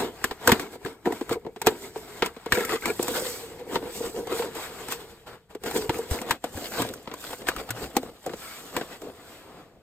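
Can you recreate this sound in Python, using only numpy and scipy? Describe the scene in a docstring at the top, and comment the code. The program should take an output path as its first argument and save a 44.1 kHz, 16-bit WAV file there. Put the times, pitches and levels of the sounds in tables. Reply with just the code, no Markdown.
"""At a table in a quiet room, two hands tip a thin cardboard box, fold its flaps and slide out a plastic tray.
Rubbing skin, card and plastic is made of noise in tiny slip-and-stick grains; crackle is made of short pings.
Flaps and tray snap as quick noise bursts, and resonances give the ring of the hollow box, flap and tray.
Low decaying tones are bumps; soft noises are the rumble of handling and the steady room.
Two nearby microphone ports hear the bass nearly alike; the top treble reaches them a few samples apart."""
import sys
import numpy as np
from scipy import signal
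from scipy.fft import rfft, irfft, next_fast_len
from scipy.io import wavfile
from scipy.ndimage import uniform_filter1d, map_coordinates

SR = 44100
rng = np.random.default_rng(int(sys.argv[2]) if len(sys.argv) > 2 else 0)


def dump_mix(stems):
    """Bounce the given channels to the path in sys.argv[1] as a 16-bit WAV at rate SR."""
    frames = np.atleast_2d(stems).T  # one column per channel
    limited = np.clip(frames, -1, 1)  # hard clip at full scale
    pcm = np.round(limited * 32767).astype(np.int16)
    wavfile.write(sys.argv[1], SR, pcm)


N = 433045  # length in samples

# Levels are relative: each function adds its own fixed trim. "re" means compared with.
# Colour of the room's noise: f/Hz, level per Hz/dB
ROOM_COLOUR = [(20, -15.5), (100, 13), (500, -8.5), (2000, -16.5), (6000, -23.5), (9000, -31.5),
               (16000, -40)]
# Colour of the table's rumble: f/Hz, level per Hz/dB
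TABLE_COLOUR = [(15, -40), (30, -5.5), (60, -3.5), (120, -4), (200, -5), (350, -43)]
# Soft bumps of box and tray on table and hand: t/s, starting level/dB, f/Hz, time to fall 60 dB/s
BUMPS = [(0.478, -27, 89.4, 0.23), (0.524, -3.5, 233, 0.039), (0.849, -27, 156, 0.039),
         (1.302, -32.5, 125, 0.13), (1.667, -28, 126, 0.13), (2.216, -38, 107, 0.075),
         (2.533, -19.5, 99, 0.039), (3.753, -51, 151, 0.079), (5.892, -17.5, 119, 0.04),
         (6.113, -13.5, 74, 0.072), (6.551, -29, 91, 0.11), (6.801, -17.5, 306, 0.047),
         (6.801, -30.5, 116, 0.27), (6.819, -18.5, 270, 0.049), (6.905, -26, 244, .04),
         (7.57, -34, 54, 0.18), (7.701, -32, 115, 0.36), (7.826, -39, 62, 0.37),
         (7.967, -25.5, 259.5, 0.22), (9.021, -28, 420, 0.014), (9.034, -29.5, 416, 0.08),
         (9.072, -19, 506, 0.012), (9.099, -22.5, 520, 0.012)]
# Hand strokes: peak t/s, swell/s, fade/s, scrape level/dB, hollow re scrape/dB, hiss re scrape/dB
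STROKES = [(0.0, .02, .11, -27, 4.5, -10), (0.26, 0.23, 0.23, -39.5, -4.5, -8.5),
           (0.491, 0.086, 0.16, -24.5, -2, -10), (0.612, 0.039, 0.07, -40.5, 4, -0.5),
           (0.74, 0.16, 0.057, -46.5, 3, -2.5), (0.87, 0.11, 0.12, -44, 3.5, -5),
           (0.96, 0.091, 0.12, -63, 6, -17), (1.06, 0.015, 0.08, -35.5, 9, -8),
           (1.14, 0.15, 0.3, -45, 0, -4), (1.33, 0.0636, 0.039, -31, 2, -7),
           (1.364, 0.024, 0.026, -51.5, 25.5, -19), (1.48, 0.1, 0.055, -57, 18, -18),
           (1.62, 0.066, .1, -56.5, 6, -15), (1.678, 0.038, 0.063, -32.5, 12.5, -4),
           (1.84, 0.3, 0.17, -46, 5, 0), (1.98, 0.078, 0.28, -47, 6, -0.5),
           (2.18, 0.29, 0.18, -42, -0.5, -6), (2.255, 0.042, 0.056, -30.5, -0.5, -11),
           (2.49, 0.23, 0.022, -43, -11.5, -21), (2.549, 0.05, 0.15, -30, 6.5, -3),
           (2.737, 0.18, 0.051, -29, 0.5, -6.5), (2.874, 0.055, 0.074, -29.5, 4, -5),
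           (3.02, 0.1, 0.14, -39.5, 5.5, 1.5), (3.18, 0.23, 0.23, -32, 4.5, -3),
           (3.3, 0.82, 0.24, -40.5, -2, 5), (3.601, 0.74, 0.054, -45.5, 5, -8.5),
           (3.748, 0.1, 0.075, -33, 7.5, -6), (3.87, 0.16, 0.11, -40.5, 7.5, -9.5),
           (3.96, 0.13, 0.38, -49, -8, 9.5), (4.06, 0.15, 0.069, -36, 8.5, -6),
           (4.192, 0.087, 0.064, -40, 16, -3), (4.317, 0.056, 0.084, -29, 4.5, -16),
           (4.385, 0.11, 0.11, -35.5, -3, 0), (4.44, 0.075, 0.09, -33, 6, -10.5),
           (4.57, 0.045, 0.1, -37, 0.5, -5), (4.64, 0.17, 0.11, -33.5, -11.5, -7),
           (4.8, 0.4, 0.52, -40.5, 0, -6), (4.921, 0.048, 0.058, -31, -4.5, -1.5),
           (5.104, 0.035, .09, -49, 2, -6.5), (5.011, 0.052, 0.083, -46, 3.5, -4),
           (5.272, 0.01, .11, -36.5, -3, -15), (5.34, 0.098, .06, -42.5, -4.5, -16),
           (5.505, 0.016, .1, -49, 2, -9), (5.669, 0.044, 0.059, -32.5, 8, -6.5),
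           (5.768, 0.12, 0.11, -30, 5, -2.5), (5.969, 0.19, 0.12, -34.5, 5, -6),
           (6.12, 0.067, 0.15, -33.5, 3, -2.5), (6.319, 0.095, 0.048, -30, 0.5, -8.5),
           (6.46, 0.059, 0.098, -44, 3, -6.5), (6.574, 0.084, 0.2, -40.5, 4, 0),
           (6.702, 0.3, 0.41, -54.5, -7, 13), (6.814, 0.17, 0.076, -27.5, -2.5, -8),
           (6.919, 0.13, 0.11, -44.5, 8, -5), (6.99, 0.08, 0.047, -61, 5, -15),
           (7.12, 0.1, 0.13, -44, 1, -27), (7.221, 0.086, 0.42, -56.5, -11, 13),
           (7.331, 0.23, 0.063, -38, -4.5, -5.5), (7.42, 0.06, 0.12, -51, 11, -34),
           (7.484, 0.026, 0.044, -23.5, -10.5, -10.5), (7.58, 0.091, 0.17, -33, -3, -10),
           (7.844, 0.2, 0.11, -35.5, 0.5, -6), (7.97, 0.039, 0.068, -43.5, 11, -1.5),
           (8.06, 0.14, 0.12, -42, 2, -9), (8.274, 0.029, 0.12, -47, 13.5, -13),
           (8.441, 0.36, 1, -43.5, -9.5, -1), (8.66, 0.21, 0.092, -61, 13.5, -18.5),
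           (8.773, 0.06, 0.09, -33, 2, -10), (8.929, 0.099, 0.09, -39, -7, -12),
           (9.045, 0.06, 0.12, -57.5, 18.5, -7), (9.15, 0.22, 1, -53.5, 0, -24),
           (9.32, 0.29, 0.31, -49, -6.5, -4.5), (9.6, 0.75, 0.15, -48, -1, -15.5),
           (9.75, 0.15, 0.39, -77, 19.5, -24.5)]
# Roughness of the contact, low in long even slides: t/s, roughness/0-1
ROUGHNESS = [(2.45, .4), (2.55, .7), (3.05, 0.5), (3.12, 0.68), (3.5, 0.1), (3.6, 0.45), (4.5, 0.4),
             (4.6, 0.15), (5.27, 0.15), (5.85, 0.72), (5.9, 0.6), (8.35, 0.74), (8.4, 0), (8.7, 0.26),
             (8.76, 0.3), (8.9, .2), (9.12, 0.8), (9.18, 0.04)]
# How much of the handling is on the tray: t/s, share of power/0-1
TRAY_SHARE = [(6.1, 0.034), (6.6, 1)]
# Treble of rubbing skin: f/Hz, level per Hz/dB
SKIN_COLOUR = [(3000, -25.5), (5000, -5), (6500, -4), (8000, 0.5), (10500, -5.5), (12000, -3.5),
               (14000, -5.5), (17000, -16.5)]
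# Rubbed card: f/Hz, level per Hz/dB
CARD_COLOUR = [(350, -15.5), (650, -1.5), (950, -3), (1300, -3), (1800, -4.5), (2400, -5.5), (3500, -3),
               (5000, -6), (6200, -24), (8000, -33.5)]
# Snapping card: f/Hz, level per Hz/dB
CREASE_COLOUR = [(250, -10), (600, -27), (1000, -3), (2000, -7), (4000, -9.5), (6000, -21.5), (9000, -34)]
# Resonances of the box walls: f/Hz, width/Hz, level/dB
WALL_MODES = [(239, 93, -4.5), (368, 73, 0.5), (720, 84, -10), (957, 99, -9)]
# Resonances of the tray and its backing card, once out: f/Hz, width/Hz, level/dB
TRAY_MODES = [(275, 194, 0.5), (498, 105, 3.5), (711, 99, -2)]
# The hollow as the box is turned and its mouth opens: t/s, pitch of the air f/Hz, walls re air level/dB
MOUTH_CURVE = [(0, 450, 0.5), (.7, 458, 4), (1.0, 438, 4.5), (1.24, 431, 6), (1.33, 448, -4),
               (2.0, 440, 2.5), (2.45, 457, -0.5), (2.6, 463, -2), (2.9, 450, 2.5), (3.1, 464, 0),
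               (3.2, 469, -8), (3.7, 474, 1.5), (4.0, 457, -5), (4.3, 470, -4), (4.6, 480, -1.5),
               (5.5, 457, -3), (6.3, 465, -1)]
# Resonances of a stiff flap: f/Hz, width before a fixed widening/Hz, level/dB
FLAP_MODES = [(1347, 80, 4), (1640, 90, 1), (1980, 490, -1), (2182, 190, 4)]
# Rubbing that drives the flap: t/s, level re scrape/dB
FLAP_DRIVE = [(.55, -16), (.62, -5.5), (1.15, -5.5), (2.45, -9), (2.54, 1), (2.72, -2.5), (2.9, 3.5),
              (2.96, -42), (4.58, -30), (4.65, -7.5), (4.74, -26), (8.34, -28), (8.42, -3), (8.58, -4),
              (8.68, -34)]
# Bending of the flap: t/s, pitch re rest pitch/ratio
FLAP_BEND = [(2.5, 0.99), (2.6, 1.04), (2.65, 0.96), (2.7, 0.96), (2.745, 0.825), (2.76, 0.93), (2.9, 1.02)]
# Snaps and knocks: t/s, crack level/dB, panel ring f/Hz, hollow re crack level/dB, tick re crack level/dB
SNAPS = [(0.241, -8.5, 1730, -13, -8), (0.31, -16, 790, -8, -22), (0.474, -3.5, 1460, -8.5, -7),
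         (0.492, -6.5, 910, -7, -14), (0.518, 0, 1620, -15.5, -13), (0.596, -18.5, 1640, -8, -10.5),
         (0.665, -38, 1000, 2, -18), (0.753, -34.5, 910, -1.5, -22), (0.849, -26.5, 1680, -5, -12.5),
         (0.86, -20, 1050, -8.5, -27), (1.056, -22.5, 1862, -1, -22), (1.07, -28, 896, 9, -31),
         (1.103, -36.5, 890, 10.5, -25), (1.122, -24.5, 1940, 0.5, -9.5), (1.21, -24, 826, -1, -18),
         (1.293, -21, 1390, -5, -12), (1.309, -25.5, 830, 9, -25), (1.354, -38.5, 780, 15, -25),
         (1.448, -38, 714, 10, -28), (1.464, -33, 735, 9.5, -22), (1.561, -28.5, 720, -4, -21),
         (1.616, -17, 910, -19, -7.5), (1.663, -14.5, 1240, -18, -9), (1.669, -0.5, 730, -12, -13),
         (1.958, -29, 738, 2, -32), (2.222, -4, 896, -13, -28), (2.26, -16, 1020, -17, -9.5),
         (2.364, -30, 1050, -5.5, -29), (2.46, -21.5, 730, -3, -18.5), (2.5218, -2.5, 1740, -16, -15),
         (2.572, -16.5, 1690, 1.5, -23), (2.606, -21.5, 1900, -4.5, -11), (2.649, -22.5, 2090, -14, -1),
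         (2.693, -19, 1930, -17, -18), (2.757, -19, 1440, -15, -23), (2.822, -28.5, 2120, -10, -13),
         (2.856, -14, 2120, -11, -8.5), (2.993, -21, 960, 4, -24), (3.027, -23, 720, -21, 3.5),
         (3.081, -16.5, 980, -3.5, -6), (3.61, -40, 806, 7.5, -24), (3.756, -9, 920, -4.5, -36),
         (3.824, -34.5, 795, 9, -35), (4.002, -36, 910, 14.5, -21.5), (4.271, -25.5, 720, -1, -10),
         (4.393, -19, 720, -6, -20), (4.421, -17, 880, -15, -26.5), (4.551, -28.5, 785, 0.5, -6),
         (4.884, -25, 726, -3.5, -6), (4.922, -19, 1080, -22, -6), (5.263, -42, 1030, -12, -21),
         (5.549, -30, 1400, 4, -12.5), (5.636, -23.5, 736, -5.5, -8.5), (5.66, -20, 703, -20, -15),
         (5.711, -20, 760, -21, -10), (5.894, -9.5, 870, -4.5, -21), (5.943, -29, 2300, -10, -20),
         (5.985, -32, 700, 10.5, 0.5), (6.038, -32, 1000, -14, -20), (6.11, -21.5, 740, -16, -5),
         (6.187, -26, 2210, -8, -19), (6.215, -21, 714, -8, -8.5), (6.265, -31, 1070, -3, -26),
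         (6.288, -25, 900, -3, -26), (6.308, -5, 933, -22, -13), (6.44, -18, 830, -6, -10),
         (6.544, -34.5, 760, -3, -8), (6.572, -29, 1640, -4, -15), (6.72, -27, 1410, -14, -8),
         (6.772, -23, 1420, -25, -14), (6.819, -14, 1060, -12, -8), (6.848, -29.5, 910, 0, -24),
         (6.889, -29, 3850, -13, -8), (6.937, -31.5, 1500, -18, 0.5), (7.074, -23.5, 950, -10, -31),
         (7.114, -24, 970, -13.5, -30), (7.138, -25.5, 1003, -11, -8), (7.24, -29.5, 1460, -35, -6),
         (7.305, -29, 1010, -12, -16), (7.33, -22, 910, -11.5, -18), (7.417, -29.5, 964, -13, -13),
         (7.469, -16, 730, -40, -31), (7.486, -8.5, 1650, -14.5, -11.5), (7.563, -21.5, 1280, -19, -12),
         (7.69, -22, 800, -19, -17.5), (7.705, -16.5, 1450, -15, -5), (7.952, -28, 830, -14, -23),
         (7.966, -9, 823, -10.5, -7), (8.03, -35.5, 777, 4, -9), (8.262, -30.5, 1350, 4, -0.5),
         (8.294, -28.5, 1510, -8, -40), (8.334, -24.5, 726, -2.5, -23), (8.765, -12, 1034, -9, -12.5),
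         (8.8114, -20.5, 1500, -6.5, -27), (9.017, -31, 670, -15, -9)]
# How alike the ports are: f/Hz, likeness/0-1
PORT_LIKENESS = [(100, .93), (700, .92), (1500, .75), (2500, .6), (4500, .35), (6200, .35), (7000, .97),
                 (16000, .97)]
# How far the left port leads: f/Hz, phase/rad
PORT_LEAD = [(0, 0), (1700, 0), (2800, 1.8), (4000, 2.7), (5800, 2.5), (7300, 0), (10500, -3.14),
             (16800, -9.4)]
# Balance of the ports: f/Hz, left minus right level/dB
PORT_BALANCE = [(60, 1.5), (180, 2), (550, 0), (1650, 4.5), (4970, -1.5), (15000, -0.5)]

STROKE_SPAN_DB = 20  # what the scrape gains in its swell and loses in its fade
HOLLOW_PACE, HISS_PACE = 0.98, 1.13  # how fast hollow and hiss swell and fade, re the scrape
STROKE_ROUNDNESS = 1.108  # over 1: a stroke holds near its peak and stops abruptly
REST_SCRAPE_DB, REST_HOLLOW_DB, REST_HISS_DB = -84, -80, -85  # hands at rest on the card
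BRIGHT_DB, BRIGHT_PER_DB = -1, 0.74  # the scrape is brighter where the hiss is strong
CRACK_T60_S, RING_T60_S, THUMP_T60_S, TICK_T60_S = 0.06254, 0.02655, 0.04248, 0.03127  # noise falls 60 dB
BODY_LOW_HZ = 148  # thin walls give out little sound below this
AIR_WIDTH_HZ, AIR_WANDER = 75, 0.025  # width of each air pole; random drift as a share of the pitch
CREAK_DB, FLAP_WANDER = 3, 0.025  # random swell of each flap resonance; its drift as a share of rest pitch
CRACKLE_PER_S, CRACKLE_HZ, CRACKLE_Q = 53, 1500, 4.1  # fibres and blisters giving way: middle pitch, sharpness
CRACKLE_DB = -4.5  # weakest ping, re scrape level times roughness
TOP_HZ, CUTOFF_HZ = 15900, 16550  # steep treble roll-off, then silence


def amp(db):
    """Turn dB into gain."""
    return 10 ** (np.asarray(db) / 20)


def unit(x):
    """Scale to an average strength (rms) of 1."""
    return x / np.sqrt(np.mean(x ** 2) + 1e-20)


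def along(points, hz):
    """Read a (Hz, value) curve on a logarithmic frequency axis."""
    f, value = np.transpose(points)
    return np.interp(np.log(hz + 1), np.log(f + 1), value)


def curves(rows):
    """Give one value per sample for each column after the time."""
    s, *columns = np.transpose(rows)
    return [np.interp(np.arange(N) / SR, s, column) for column in columns]


def wobble(rate):
    """Draw a smooth random curve through `rate` random points a second."""
    knots = rng.standard_normal(int(N * rate / SR) + 4)
    return map_coordinates(knots, [np.arange(N) * rate / SR])


def coloured(x, response):
    """Filter x with the response scaled so that white noise keeps its power."""
    m = next_fast_len(N + SR // 2)
    h = response(np.fft.rfftfreq(m, 1 / SR))
    h = h / np.sqrt(np.mean(abs(h) ** 2))
    return irfft(rfft(x, m) * h, m)[..., :N]


def colour(points):
    """Make a filter response from a table of levels by frequency."""
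    return lambda f: amp(along(points, f))


def modes(table):
    """Add up resonances, with signs taking turns, as one filter response."""
    def response(f):
        total = 0
        for k, (centre, width, db) in enumerate(table):
            resonance = 1j * f * width / (centre ** 2 - f ** 2 + 1j * f * width)
            total = total + (-1) ** k * amp(db) * resonance
        return total
    return response


def moving(x, hz, width_hz):
    """Ring x in a double-pole resonance whose centre follows hz; white noise keeps its power."""
    turn = np.exp(2j * np.pi * np.cumsum(hz) / SR)
    pole = np.exp(-np.pi * width_hz / SR)
    gain = np.sqrt(2 * (1 - pole ** 2) ** 3 / (1 + pole ** 2))
    # turn the centre down to 0 Hz, filter there, and turn it back up
    ringing = signal.lfilter([1], [1, -2 * pole, pole ** 2], x / turn) * turn
    return gain * ringing.real


def slips(grit, rate, spread_db, life, bed_db):
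    """Shape two separate noises by the same stick-slip grains over a smooth bed, rms about 1."""
    size = amp(spread_db * np.minimum(rng.exponential(size=N), 3.5))
    hits = size * (rng.random(N) < rate / SR)
    grains = unit(signal.lfilter([1], [1, -np.exp(-1 / (life * SR))], hits))
    blend = grit * grains + (1 - grit) + amp(bed_db)
    return blend / (1 + amp(bed_db)) * rng.standard_normal((2, N))


def patchy(x, depth_db, wide, long, bright_db=np.zeros(N)):
    """Vary the gain in random patches of pitch and time, as the contact wanders; bright_db lifts the treble."""
    hz, t, z = signal.stft(x, SR, nperseg=512)
    at = np.minimum((t * SR).astype(int), N - 1)
    field = uniform_filter1d(rng.standard_normal(z.shape[1:]), wide, 0)  # frequency bins
    field = unit(uniform_filter1d(field, long, 1))  # time frames
    upper = np.clip(np.log2(hz / 2500 + 1e-9) * 0.45 + 0.5, 0, 1)[:, None]
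    mean_db = depth_db[at] ** 2 * np.log(10) / 20  # what the patches add to the mean power
    gain_db = depth_db[at] * field - mean_db + upper * bright_db[at]
    return signal.istft(z * amp(gain_db), SR, nperseg=512)[1][:, :N]


def room_tone():
    """The faint steady floor of the room: coloured noise."""
    return amp(-71.0) * coloured(rng.standard_normal((2, N)), colour(ROOM_COLOUR))


def strokes():
    """Levels of scrape, hollow and hiss in dB: each stroke swells and fades, and their powers add."""
    t = np.arange(0, N / SR + 0.004, 0.002)
    s, swell, fade, db, hollow_db, hiss_db = np.transpose(STROKES)[..., None]
    away = np.maximum((s - t) / swell, (t - s) / fade)
    lift_off = np.maximum(away - 1, 0) ** 2  # past its span the contact lifts off
    loss = STROKE_SPAN_DB * (away ** STROKE_ROUNDNESS + lift_off)
    layers = db - loss, db + hollow_db - HOLLOW_PACE * loss, db + hiss_db - HISS_PACE * loss
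    levels = []
    for layer, rest_db in zip(layers, (REST_SCRAPE_DB, REST_HOLLOW_DB, REST_HISS_DB)):
        power = np.sum(amp(layer) ** 2, 0) + amp(rest_db) ** 2
        levels.append(np.interp(np.arange(N) / SR, t, 10 * np.log10(power)))
    return levels


def table_bumps():
    """Soft knocks in the common sound: low tones that start quickly and die away."""
    bumps = np.zeros((2, N + SR))
    t = np.arange(SR // 2) / SR
    for s, db, hz, t60 in BUMPS:
        level = amp(db - 60 * t / t60) * (1 - np.exp(-t / 0.00084))
        bumps[0, round(s * SR):][:len(t)] += level * np.sin(2 * np.pi * hz * t)
    return bumps[:, :N]


def table_rumble():
    """Low noise through the table that follows the hollow level at a weaker slope."""
    hollow_db = strokes()[1]
    rumble = amp(0.43 * hollow_db - 36.5 + wobble(11)) * rng.standard_normal((2, N))
    return coloured(rumble, colour(TABLE_COLOUR))


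def skin_hiss(level_db, press, grit, tick):
    """Skin rubs in many small slips, heard as treble together with the snaps' ticks."""
    hiss = amp(level_db + 2.0 * press) * slips(grit, rate=420, spread_db=5.5, life=0.003, bed_db=1.5)
    hiss = patchy(hiss, 1.5 + 0.8 * grit, wide=5, long=9)
    return coloured(hiss + tick, colour(SKIN_COLOUR))


def hollow_box(x):
    """The air in the box rings at a pitch set by its mouth; the walls keep their own pitches."""
    hz, walls_db = curves(MOUTH_CURVE)
    air = moving(x, hz * (1 + AIR_WANDER * wobble(12)), AIR_WIDTH_HZ)
    walls = coloured(amp(walls_db - 5.0) * x, modes(WALL_MODES))
    return amp(-2.5) * air + walls


def hollow_body(level_db, press, grit, thump):
    """Rubbing and snap thumps ring the hollow box, and more and more the tray once it is out."""
    level = amp(level_db + 2.8 * press + 1.8 * grit * wobble(20))
    drive = level * slips(grit, rate=90, spread_db=3, life=0.006, bed_db=-1)
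    drive = patchy(drive, 1.8 * grit, wide=2, long=9) + thump
    out = np.clip(curves(TRAY_SHARE)[0], 0, 1)
    body = hollow_box(np.sqrt(1 - out) * drive) + coloured(np.sqrt(out) * drive, modes(TRAY_MODES))
    return signal.lfilter(*signal.butter(2, BODY_LOW_HZ, "high", fs=SR), body)


def card_scrape(scrape_db, hiss_db, press, grit):
    """Card rubs in rough grains, brighter where the hiss is strong."""
    bright_db = np.clip(BRIGHT_DB + BRIGHT_PER_DB * (hiss_db - scrape_db), -18, 6)
    scrape = amp(scrape_db + 4.1 * press) * slips(grit, rate=120, spread_db=4.5, life=0.00093, bed_db=5.0)
    scrape = patchy(scrape, 1.5 + 2.2 * grit, wide=3, long=7, bright_db=bright_db)
    return coloured(scrape, colour(CARD_COLOUR))


def flap(scrape_db, press, grit):
    """Rubbing rings a stiff flap: its resonances shift as it bends, and each creaks up on its own."""
    level = amp(curves(FLAP_DRIVE)[0] + scrape_db + 4 * press)
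    rasp = level * slips(grit, rate=220, spread_db=5, life=0.001, bed_db=-5)
    bend, = curves(FLAP_BEND)
    total = 0
    for hz, width, db in FLAP_MODES:
        creak = amp(db - 10.5 + CREAK_DB * wobble(70))
        pitch = hz * (bend + FLAP_WANDER * wobble(30))
        total = total + creak * moving(rasp, pitch, 1.2 * width)
    return total


def crackle(level):
    """Scattered short pings of card and plastic, each with its own pitch, that follow the rubbing level."""
    count = int(CRACKLE_PER_S * N / SR)
    at, size = rng.random((count, 2)).T
    hz = CRACKLE_HZ * np.exp(0.83 * rng.standard_normal((count, 1)))
    k = np.arange(512)
    start = (at * N).astype(int)
    gain = level[start] * amp(CRACKLE_DB - 5.5 * np.maximum(np.log(size + 1e-9), -3))
    decay = np.exp(-np.pi * k / SR * hz / CRACKLE_Q)
    pings = gain[:, None] * decay * np.sin(2 * np.pi * hz * k / SR)
    places = (start[:, None] + k).ravel()
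    return np.outer([1, 0], np.bincount(places, pings.ravel(), N + len(k))[:N])


def burst(t60, rise, kick=0):
    """Two noise puffs that rise quickly and die away; kick adds a sharp first contact to the common sound."""
    t = np.arange(SR // 4) / SR
    puff = amp(-60 * t / t60) * (1 - np.exp(-t / rise)) * rng.standard_normal((2, len(t)))
    click = np.arange(len(t)) == round(rise * SR)
    return puff + kick * np.outer([1, 0], click)


def snaps():
    """Each snap cracks the card, rings one panel, thumps the hollow and ticks in the treble."""
    crack, ring, thump, tick = np.zeros((4, 2, N + SR))
    for s, db, hz, hollow_db, tick_db in SNAPS:
        at = slice(round(s * SR), round(s * SR) + SR // 4)
        crack[:, at] += amp(db - 12.0) * burst(CRACK_T60_S, rise=0.00054)
        panel = signal.iirpeak(hz, 10.5, SR)
        ring[:, at] += amp(db + 13) * signal.lfilter(*panel, burst(RING_T60_S, rise=0.0006, kick=7))
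        thump[:, at] += amp(db + hollow_db + 2.5) * burst(THUMP_T60_S, rise=0.0016, kick=7.86)
        tick[:, at] += amp(db + tick_db + 0.5) * burst(TICK_T60_S, rise=0.0012, kick=3)
    return crack[:, :N], ring[:, :N], thump[:, :N], tick[:, :N]


def box():
    """Rubbing and snaps together drive the card, the flap, the hollow and the treble hiss."""
    scrape_db, hollow_db, hiss_db = strokes()
    grit = np.clip(curves(ROUGHNESS)[0], 0, 1)
    press = grit * np.clip(wobble(30), -2, 1.6)  # uneven finger pressure, shared by the rubbing layers
    crack, ring, thump, tick = snaps()
    treble = skin_hiss(hiss_db, press, grit, tick)
    body = hollow_body(hollow_db, press, grit, thump)
    card = card_scrape(scrape_db, hiss_db, press, grit) + flap(scrape_db, press, grit)
    pings = crackle(grit * amp(scrape_db))
    return treble + body + card + pings + ring + coloured(crack, colour(CREASE_COLOUR))


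def scene():
    """Row 0 is the sound common to both ports, row 1 the part that differs between them."""
    return room_tone() + table_rumble() + table_bumps() + box()


def record(dry):
    """Two ports: likeness, lead and balance by frequency, then rounded loud peaks and a treble limit."""
    m = next_fast_len(N + SR // 2)
    hz = np.fft.rfftfreq(m, 1 / SR)
    common, apart = rfft(dry, m)
    turn = np.arccos(np.clip(along(PORT_LIKENESS, hz), -1, 1)) / 2
    lead = np.interp(hz, *np.transpose(PORT_LEAD))
    half = amp(along(PORT_BALANCE, hz) / 2) * np.exp(0.5j * lead)  # each port takes half the difference
    left = (np.cos(turn) * common + np.sin(turn) * apart) * half
    right = (np.cos(turn) * common - np.sin(turn) * apart) / half
    ports = irfft(np.array([left, right]), m)
    ports = ports / (1 + abs(ports) ** 6) ** (1 / 6)  # soft clipping
    band = (hz < CUTOFF_HZ) / (1 + (hz / TOP_HZ) ** 100)
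    return irfft(rfft(ports) * band, m)[:, :N]


dry = scene()
out = record(dry)
dump_mix(out)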